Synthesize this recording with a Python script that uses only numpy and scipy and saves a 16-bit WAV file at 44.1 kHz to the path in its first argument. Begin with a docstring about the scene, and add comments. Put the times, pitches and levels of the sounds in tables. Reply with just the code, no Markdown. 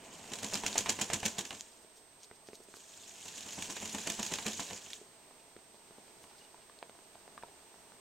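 """Ducks on packed snow before a log wall; a nearly still yard and a faint, thin whine lie under everything.
First one beats its wings eight times a second: each stroke is a burst of feather clicks with a puff of
filtered noise, over a dry rustle, while slaps and snapping quills are short decaying bursts.
Then a bill knocks in a plastic feed tub (damped sines) and nibbles at feathers (band-passed grains).
The plumage is shaken out with further strokes; last come more knocks, light dabbling and three soft peeps."""
import sys
import numpy as np
from scipy import signal
from scipy.fft import rfft, irfft, next_fast_len
from scipy.io import wavfile
from scipy.ndimage import uniform_filter1d, map_coordinates

SR = 44100
rng = np.random.default_rng(int(sys.argv[2]) if len(sys.argv) > 2 else 0)


def transcribe(signal):
    """Save signal, clipped to [-1, 1], as a 16-bit WAV file at the path in sys.argv[1]."""
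    frames = np.atleast_2d(signal).T
    limited = np.clip(frames, -1, 1)
    pcm = np.round(limited * 32767).astype(np.int16)
    wavfile.write(sys.argv[1], SR, pcm)


N = 353137
TIME = np.arange(N) / SR  # s

# left-right likeness of the feather sounds: f/Hz, coherence
DUCK_COHERENCE = [(130, 1), (640, 1), (1400, 0.95), (3100, 0.87), (6800, 0.85), (15000, 0.15)]


def amp(db):
    """Level to amplitude: 20 dB is a factor of ten in pressure."""
    return 10 ** (np.asarray(db) / 20)


def unit(x):
    """Normalisation to an rms amplitude of 1."""
    return x / np.sqrt(np.mean(x ** 2) + 1e-20)


def along(points, hz):
    """Interpolation of (f/Hz, value) points on a logarithmic frequency axis, as pitch is heard."""
    f, v = np.transpose(points)
    return np.interp(np.log(hz + 1), np.log(f + 1), v)


def filtered(x, response):
    """Linear filtering: the spectrum of x times a complex response of frequency."""
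    m = next_fast_len(N + SR // 2)
    spectrum = rfft(x, m) * response(np.fft.rfftfreq(m, 1 / SR))
    return irfft(spectrum, m)[..., :N]


def coloured(x, spectrum):
    """Minimum-phase filtering: a causal pulse of the given spectrum that keeps the power of white noise."""
    size = 4096
    cepstrum = irfft(np.log(amp(along(spectrum, np.fft.rfftfreq(size, 1 / SR)))))
    # folding the cepstrum onto positive time makes the pulse causal
    cepstrum[1:size // 2] *= 2
    cepstrum[size // 2 + 1:] = 0
    pulse = irfft(np.exp(rfft(cepstrum)))[:size // 2]
    return signal.fftconvolve(x, pulse[None] / np.linalg.norm(pulse), axes=1)[:, :N]


def spread(pair, alike):
    """Interaural coherence: two unrelated signals mixed as sum and difference into left and right."""
    turn = lambda hz: np.arccos(np.clip(along(alike, hz), -1, 1)) / 2
    mid, side = filtered(pair, lambda hz: np.array([np.cos(turn(hz)), np.sin(turn(hz))]))
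    return np.array([mid + side, mid - side])


def wobble(rate):
    """Slow random modulation: a smooth curve through `rate` random knots a second."""
    knots = rng.standard_normal(int(N * rate / SR) + 4)
    return map_coordinates(knots, [TIME * rate])


def add(track, s, sound):
    """Superposition: a sound is summed into a track at time s."""
    part = track[max(round(s * SR), 0):][:len(sound)]
    part += sound[:len(part)]


def yard():
    """Stationary background noise: faint outdoor air and hiss, drifting slowly in level."""
    # spectrum of air and hiss: f/Hz, relative level/dB
    yard_spectrum = [(20, -2.5), (90, -2.5), (200, 1), (320, 2.5), (410, 7), (550, -1), (650, 7),
                     (750, 0.5), (870, 4), (1250, -3.5), (3000, -5), (7500, -7), (10000, -11), (16000, -18)]
    # left-right likeness: f/Hz, coherence
    yard_coherence = [(60, 0.64), (180, 0.8), (550, 0.68), (1650, 0.41), (4970, 0.093), (15000, 0.19)]
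    air = spread(coloured(rng.standard_normal((2, N)), yard_spectrum), yard_coherence)
    return air * amp(-60 + 0.79 * wobble(1.95))


def whine():
    """Periodic phase reset: one thin sine restarts thirty times a second, which gives it sidebands."""
    tone_hz, restart_hz = 8263, 30
    return np.sqrt(2) * amp(-65.5) * np.sin(2 * np.pi * tone_hz * (TIME % (1 / restart_hz)))


def nook(x):
    """Resonance and diffuse reflection: log wall and snow bank ring low and return a weak, short scatter."""
    # resonances between wall and snow bank: f/Hz, bandwidth/Hz, level re direct sound/dB
    resonances = [(91, 15.6, -0.5), (214, 21, -1), (446, 30, -2), (680.7, 23, 2), (974, 39, -18),
                  (1540, 60, -12), (1766, 35, -11)]
    ring = filtered(x, lambda f: 1 + sum(amp(db) * 1j * f * width / (centre * centre - f * f + 1j * f * width)
                                         for centre, width, db in resonances))
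    t = np.arange(SR // 4) / SR
    tail = rng.standard_normal((2, len(t))) * amp(-60 * t / 0.093) * (t > .004)
    scatter = signal.fftconvolve(x, tail / np.linalg.norm(tail[0]), axes=1)[:, :N]
    # long waves arrive alike at left and right
    return ring + amp(-11.5) * spread(scatter, [(200, 0.99), (1500, 0.35), (6000, 0.3)])


def peeps():
    """Tone bursts: short, faint sines under Gaussian envelopes."""
    # soft notes: t/s, level/dB, f/Hz
    notes = [(6.352, -65, 1435), (6.415, -60.5, 2860), (6.452, -65, 2890)]
    track = np.zeros(N)
    for s, db, hz in notes:
        envelope = np.exp(-((TIME - s) / 0.0054) ** 2)
        track += np.sqrt(2) * amp(db) * envelope * np.sin(2 * np.pi * hz * TIME)
    return track


def touches(bouts, gap, db):
    """Irregular succession: rows (t/s, level/dB, f/Hz) of light bill touches, scattered through each bout."""
    scatter_db, scatter_octaves = -1, 0.25  # one standard deviation
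    slots = [(s, hz) for start, end, hz in bouts for s in np.arange(start, end, gap)]
    chance = rng.standard_normal((len(slots), 3))
    return [(s + gap * abs(late) / 2, db + scatter_db * loud, hz * 2 ** (scatter_octaves * high))
            for (s, hz), (late, loud, high) in zip(slots, chance)]


def pecks():
    """Damped vibration: bill on feed and tub rings with an overtone, led by a dry noise tick."""
    # firm pecks: t/s, relative level/dB, f/Hz, 60 dB decay time/s, tick level re ring/dB
    firm = [(1.847, -44.5, 440, .011, -14), (2.3126, -40.5, 427, 0.019, -8.5),
            (2.487, -37, 400, 0.017, -9.5), (2.532, -37, 414, .018, -13), (2.6033, -47, 392, 0.029, -11),
            (2.686, -44.5, 390, 0.02, -16), (2.74, -36, 397, 0.014, -9), (2.769, -44, 440, .014, -13),
            (5.0143, -41.5, 400, 0.034, -22), (5.565, -41, 380, .018, -9), (5.9085, -41.5, 414, .013, -15),
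            (5.984, -40, 410, 0.0086, -16), (6.2402, -41.5, 1100, .014, -6), (6.5443, -44, 950, 0.019, -12),
            (6.697, -42, 1140, 0.014, -10), (6.8272, -42.5, 1750, 0.0063, 3),
            (6.8955, -39.5, 520, .009, -10), (7.155, -44.5, 735, 0.011, -12),
            (7.2785, -43, 780, 0.0076, -12), (7.378, -37, 1170, .018, -10.5),
            (7.4264, -42, 1710, .012, -14), (7.4348, -40, 940, 0.057, -3)]
    # light dabbling: start t/s, end t/s, typical f/Hz
    dabble_bouts = [(5.3, 8.0, 700)]
    gap_s, dabble_db, dabble_t60_s, dabble_tick_db = .14, -48.5, 0.0093, -10
    knocks, ticks, t = np.zeros(N), np.zeros(N), np.arange(SR // 15) / SR
    dabbles = [(*touch, dabble_t60_s, dabble_tick_db) for touch in touches(dabble_bouts, gap_s, dabble_db)]
    for s, db, hz, t60, tick_db in firm + dabbles:
        ring = np.sin(2 * np.pi * hz * t) + 0.23 * np.sin(2 * np.pi * hz * 1.4 * t)
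        add(knocks, s, amp(db - 1 - 60 * t / t60) * ring)
        add(ticks, s, amp(db + tick_db + 4.0 - 60 * t / .008) * rng.standard_normal(len(t)))
    # the small tub radiates no bass
    knocks = filtered(knocks, lambda hz: (1j * hz / (130 + 1j * hz)) ** 2)
    tick_spectrum = [(100, -0.5), (600, 6.5), (1700, 3.5), (4500, -4), (6500, -29), (16000, -35)]
    return knocks + coloured(ticks[None], tick_spectrum)[0]


def barbs(rate, size_db, smooth_db):
    """Stick-slip: barbs slide over each other in a stream of tiny, uneven clicks on a smooth hiss."""
    sizes = amp(size_db * np.minimum(rng.exponential(size=N), np.pi))
    clicks = (rng.random(N) < rate / SR) * sizes
    rough = unit(clicks * rng.standard_normal((2, N)))
    return unit(rough + amp(smooth_db) * rng.standard_normal((2, N)))


def preening():
    """Band-passed friction noise: each nibble is a soft, grainy swish around its own pitch."""
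    # bill drawn firmly through the feathers: t/s, relative level/dB, centre f/Hz
    draws = [(1.976, -57.5, 5300), (2.24, -54.5, 4700), (2.48, -58, 5000), (2.548, -53, 5140),
             (2.768, -54.5, 5770), (6.235, -60, 6950), (6.39, -59, 4430)]
    # light nibbling: start t/s, end t/s, typical centre f/Hz
    nibble_bouts = [(1.8, 2.9, 4900), (5.2, 6.8, 3380)]
    gap_s, nibble_db = .2, -65.5
    track, t = np.zeros(N), np.arange(-SR // 20, SR // 20) / SR
    octaves = lambda hz: np.log2((np.fft.rfftfreq(len(t), 1 / SR) + 1) / hz)
    grain = barbs(rate=1700, size_db=7, smooth_db=1.0)[0]
    for s, db, hz in draws + touches(nibble_bouts, gap_s, nibble_db):
        band = (1 + (octaves(hz) / 1.55) ** 2) ** 3.2
        swish = irfft(rfft(grain[round(s * SR):][:len(t)]) / band, len(t))
        add(track, s + t[0], amp(db - 1.5) * unit(swish) / np.cosh(t / 0.0091))
    return track


def snaps():
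    """Elastic release: a quill springs free in a rough click of a few cycles."""
    # single quills flicking past each other: t/s, relative level/dB, f/Hz
    flicks = [(0.5426, -18.5, 5240), (0.7292, -27, 4260), (0.7809, -10.5, 6900), (1.5074, -24, 3020),
              (1.609, -23, 6900), (2.233, -36.5, 6500), (4.1015, -28, 6800), (4.2293, -25, 5800),
              (4.386, -26, 3300), (4.521, -28, 3300), (4.933, -22.5, 3500), (6.789, -39.5, 4300)]
    low_hz, top_hz = 1860, 10500  # the band in which a thin quill clicks
    track, t = np.zeros(N), np.arange(SR // 50) / SR
    for s, db, hz in flicks:
        click = np.sin(2 * np.pi * hz * t) + .5 * rng.standard_normal(len(t))
        add(track, s, amp(db + 4 - 60 * t / .003) * (1 - np.exp(-t / .00012)) * click)
    return filtered(track, lambda hz: 1 / (1 + (hz / top_hz) ** 6 + (low_hz / (hz + 1)) ** 4))


def pressure(times, levels, rise, t60, tail_db, tail_t60):
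    """Energy summation: contacts swell, collapse and trail off as feathers slide on; their powers add."""
    power, lead = np.zeros(N), SR // 20
    t = np.arange(-lead, SR // 4) / SR
    after = np.maximum(t, 0)
    swell = amp(60 * np.minimum(t, 0) / rise)
    shape = swell * (amp(-60 * after / t60) + amp(tail_db - 60 * after / tail_t60))
    for s, db in zip(times, levels):
        add(power, s - lead / SR, (amp(db) * shape) ** 2)
    return np.sqrt(power)


def slaps():
    """Impact: the flat of the wing lands with a hard pat (damped sine) and a dull crunch (grainy noise)."""
    # wing striking snow or body: t/s, relative level/dB
    landings = [(0.242, -56), (0.526, -46), (0.636, -41.5), (0.7561, -37), (0.86, -37), (0.9897, -39.5),
                (1.1009, -38), (1.23, -38.5), (1.508, -44.5), (3.765, -44.5), (4.193, -46), (4.386, -42),
                (4.595, -40.5)]
    # spectrum of the crunch: f/Hz, relative level/dB
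    crunch_spectrum = [(60, -4.5), (200, -3.5), (600, -2.5), (1000, 1), (1300, -8), (1700, -3.5),
                       (2900, -2.5), (4500, -11.5), (8000, -14), (16000, -37)]
    times, levels = np.transpose(landings)
    pats, t = np.zeros(N), np.arange(SR // 30) / SR
    for s, db in landings:
        hz = 1000 * np.exp(.15 * rng.standard_normal())
        add(pats, s, amp(db + 6 - 60 * t / .012) * np.sin(2 * np.pi * hz * t))
    blow = pressure(times, levels + 2, rise=.001, t60=0.015, tail_db=-3.5, tail_t60=0.16)
    crunch = coloured(blow * barbs(rate=3000, size_db=-0.5, smooth_db=0), crunch_spectrum)
    return pats + spread(crunch, DUCK_COHERENCE)


def strokes():
    """Contact sequence: each beat gives two claps, a slide and an upstroke (t/s, crackle/dB, air puff/dB)."""
    # wingbeats: t/s, crackle level/dB, air puff level/dB, second wing's lag t/s,
    # its crackle level/dB, upstroke crackle level/dB (all levels relative)
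    beats = [(0.32, -44, -45.5, 0.016, -37.5, -42.5), (0.4313, -37, -40.5, 0.014, -35, -45),
             (0.536, -35.5, -36.5, 0.019, -32, -55), (0.665, -29.5, -40, 0.016, -37, -47),
             (0.78, -29.5, -39, 0.0086, -28.5, -60), (0.8943, -26, -37.5, 0.0094, -31, -55),
             (1.015, -27.5, -38.5, .006, -35, -54), (1.1349, -27, -34, 0.007, -35, -44),
             (1.2555, -28.5, -35, 0.0063, -29, -48), (1.3853, -33.5, -40.5, 0.0062, -33, -42),
             (1.529, -49, -46, 0.0213, -47, -49), (3.2571, -46, -51, 0.027, -42, -52),
             (3.379, -42.5, -60, 0.029, -43.5, -59), (3.4643, -49, -49.5, 0.023, -42.5, -43),
             (3.589, -49, -41, 0.036, -39, -47), (3.7, -42.5, -44, 0.0059, -39.5, -41),
             (3.828, -44, -39.5, 0.029, -38, -44), (3.9487, -40, -36, .036, -39, -45.5),
             (4.0739, -34.5, -34.5, 0.0272, -33, -44), (4.197, -39.5, -37, 0.034, -33.5, -36.5),
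             (4.321, -40, -36.5, 0.017, -33.5, -51), (4.4657, -32.5, -33, 0.016, -37, -40.5),
             (4.5979, -40, -43.5, 0.0072, -40, -52), (4.7094, -48, -41.5, 0.023, -43.5, -49),
             (4.869, -65, -53, 0.035, -49, -54)]
    spill_db_per_s = 260  # the later the second wing, the less air is left for it to push
    slide_s, slide_db = 0.0198, -8.5  # the wings then slide off the flank: delay, level re second clap
    upstroke_s, upstroke_air_db = .068, -16.5  # they brush past again: delay, air puff re its crackle
    rows = []
    for s, crackle_db, puff_db, lag, second_db, up_db in beats:
        left_db = puff_db - spill_db_per_s * lag
        rows += [(s, crackle_db, puff_db), (s + lag, second_db, left_db),
                 (s + lag + slide_s, second_db + slide_db, left_db + slide_db),
                 (s + upstroke_s, up_db, up_db + upstroke_air_db)]
    return rows


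def thumps():
    """Volume displacement: each contact shoves the air in a soft, low push at its own random pitch."""
    track, t = np.zeros(N), np.arange(SR // 10) / SR
    contacts = strokes()
    pitches = 200 * np.exp(.17 * rng.standard_normal(len(contacts)))
    for (s, _, db), hz in zip(contacts, pitches):
        push = np.sin(2 * np.pi * hz * t) * (1 - np.exp(-t / .005)) * amp(-60 * t / .04)
        add(track, s - .003, amp(db + 4) * push)
    # air slips round the wing, so the deepest bass cancels
    return filtered(track, lambda hz: (1j * hz / (75 + 1j * hz)) ** 2)


def ruffle():
    """Amplitude envelopes: gains of rustle and stirred air, silent outside the bouts of motion."""
    # one curve for each bout: t/s, rustle relative level/dB, stirred air relative level/dB
    bouts = [
        [(0, -64, -53.5), (.15, -55.5, -55), (.31, -53, -53), (.56, -47, -50.5), (.73, -47, -49),
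         (1.24, -49, -54.5), (1.45, -53, -54), (1.6, -56, -73), (1.8, -70, -83)],
        [(2.68, -62.5, -84), (3.05, -54.5, -65), (3.6, -47.5, -55.5), (4.09, -46.5, -56), (4.3, -44.5, -55),
         (4.66, -47.5, -55.5), (4.84, -54.5, -61.5), (4.96, -53, -69), (5.08, -69.5, -78)],
    ]
    gains = np.zeros((2, N))
    for bout in bouts:
        s, *levels = np.transpose(bout)
        gains += [amp(np.interp(TIME, s, db, left=-np.inf, right=-np.inf)) for db in levels]
    return gains


def patchy(x, depth_db):
    """Spectral variation: feathers differ in colour, so random gains span a kilohertz and milliseconds."""
    z = signal.stft(x, nperseg=128)[2]
    field = rng.standard_normal(z.shape[1:])
    field = uniform_filter1d(field, size=3, axis=0)
    field = uniform_filter1d(field, size=5, axis=1)
    return unit(signal.istft(z * amp(depth_db * unit(field)), nperseg=128)[1][:, :N])


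def wings():
    """Friction and air flow: strokes crackle in the vanes and puff air; loose feathers rustle in between."""
    # spectrum of the vanes: f/Hz, relative level/dB
    feather_spectrum = [(300, -43), (800, -18.5), (1250, -14.5), (1700, -5.5), (2030, -9), (2500, -3.5),
                        (3200, -2), (4900, -6), (6000, -2), (6900, 2), (8000, -4), (9500, -13),
                        (12500, -18.5), (16000, -24)]
    # spectrum of the moved air: f/Hz, relative level/dB
    air_spectrum = [(20, -19), (55, -16), (95, -8), (125, -11.5), (165, -4.5), (210, -4.5), (290, -5),
                    (600, -9.5), (1000, -8), (1300, -16.5), (3000, -14), (8000, -84)]
    s, crackle_db, puff_db = np.transpose(strokes())
    rustle, stir = ruffle()
    clap = pressure(s, crackle_db + .5, rise=.014, t60=.018, tail_db=-9, tail_t60=.14)
    puff = pressure(s, puff_db - 4.5, rise=0.046, t60=0.078, tail_db=-23.5, tail_t60=0.093)
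    grain = barbs(rate=2500, size_db=3, smooth_db=0)
    loose = amp(-1.2 + 1.53 * wobble(70)) * rustle * patchy(grain, depth_db=3)
    # the rustle has its own treble tilt
    tilt = [(1000, -2.8), (3000, 0.5), (8000, 2.0), (12000, 1.5)]
    loose = filtered(loose, lambda hz: amp(along(tilt, hz)))
    crackle = clap * patchy(barbs(rate=6000, size_db=2.5, smooth_db=-2), depth_db=1.7)
    air = (puff + amp(-3) * stir) * barbs(rate=2800, size_db=2.0, smooth_db=2)
    feathers = coloured(crackle + loose, feather_spectrum) + coloured(air, air_spectrum)
    return spread(feathers, DUCK_COHERENCE) + thumps()


def scene():
    """Superposition of sources: ducks in their nook, the yard around them, the whine on top."""
    # stereo balance: f/Hz, left minus right level/dB
    balance = [(60, -1), (200, -0.5), (700, -2.3), (1300, 0), (2400, -3), (4400, -1.5), (6500, 0),
               (8300, -4), (12000, 2)]
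    ducks = nook(wings() + slaps() + snaps() + preening() + pecks() + peeps())
    lean = lambda hz: amp(np.array([[.5], [-.5]]) * along(balance, hz))
    return filtered(ducks + yard(), lean) + whine() * amp([[-5], [3]])


def record(dry):
    """Band limitation: an ideal low-pass removes everything from 15.9 kHz up."""
    return filtered(dry, lambda hz: hz < 15900)


dry = scene()
out = record(dry)
transcribe(out)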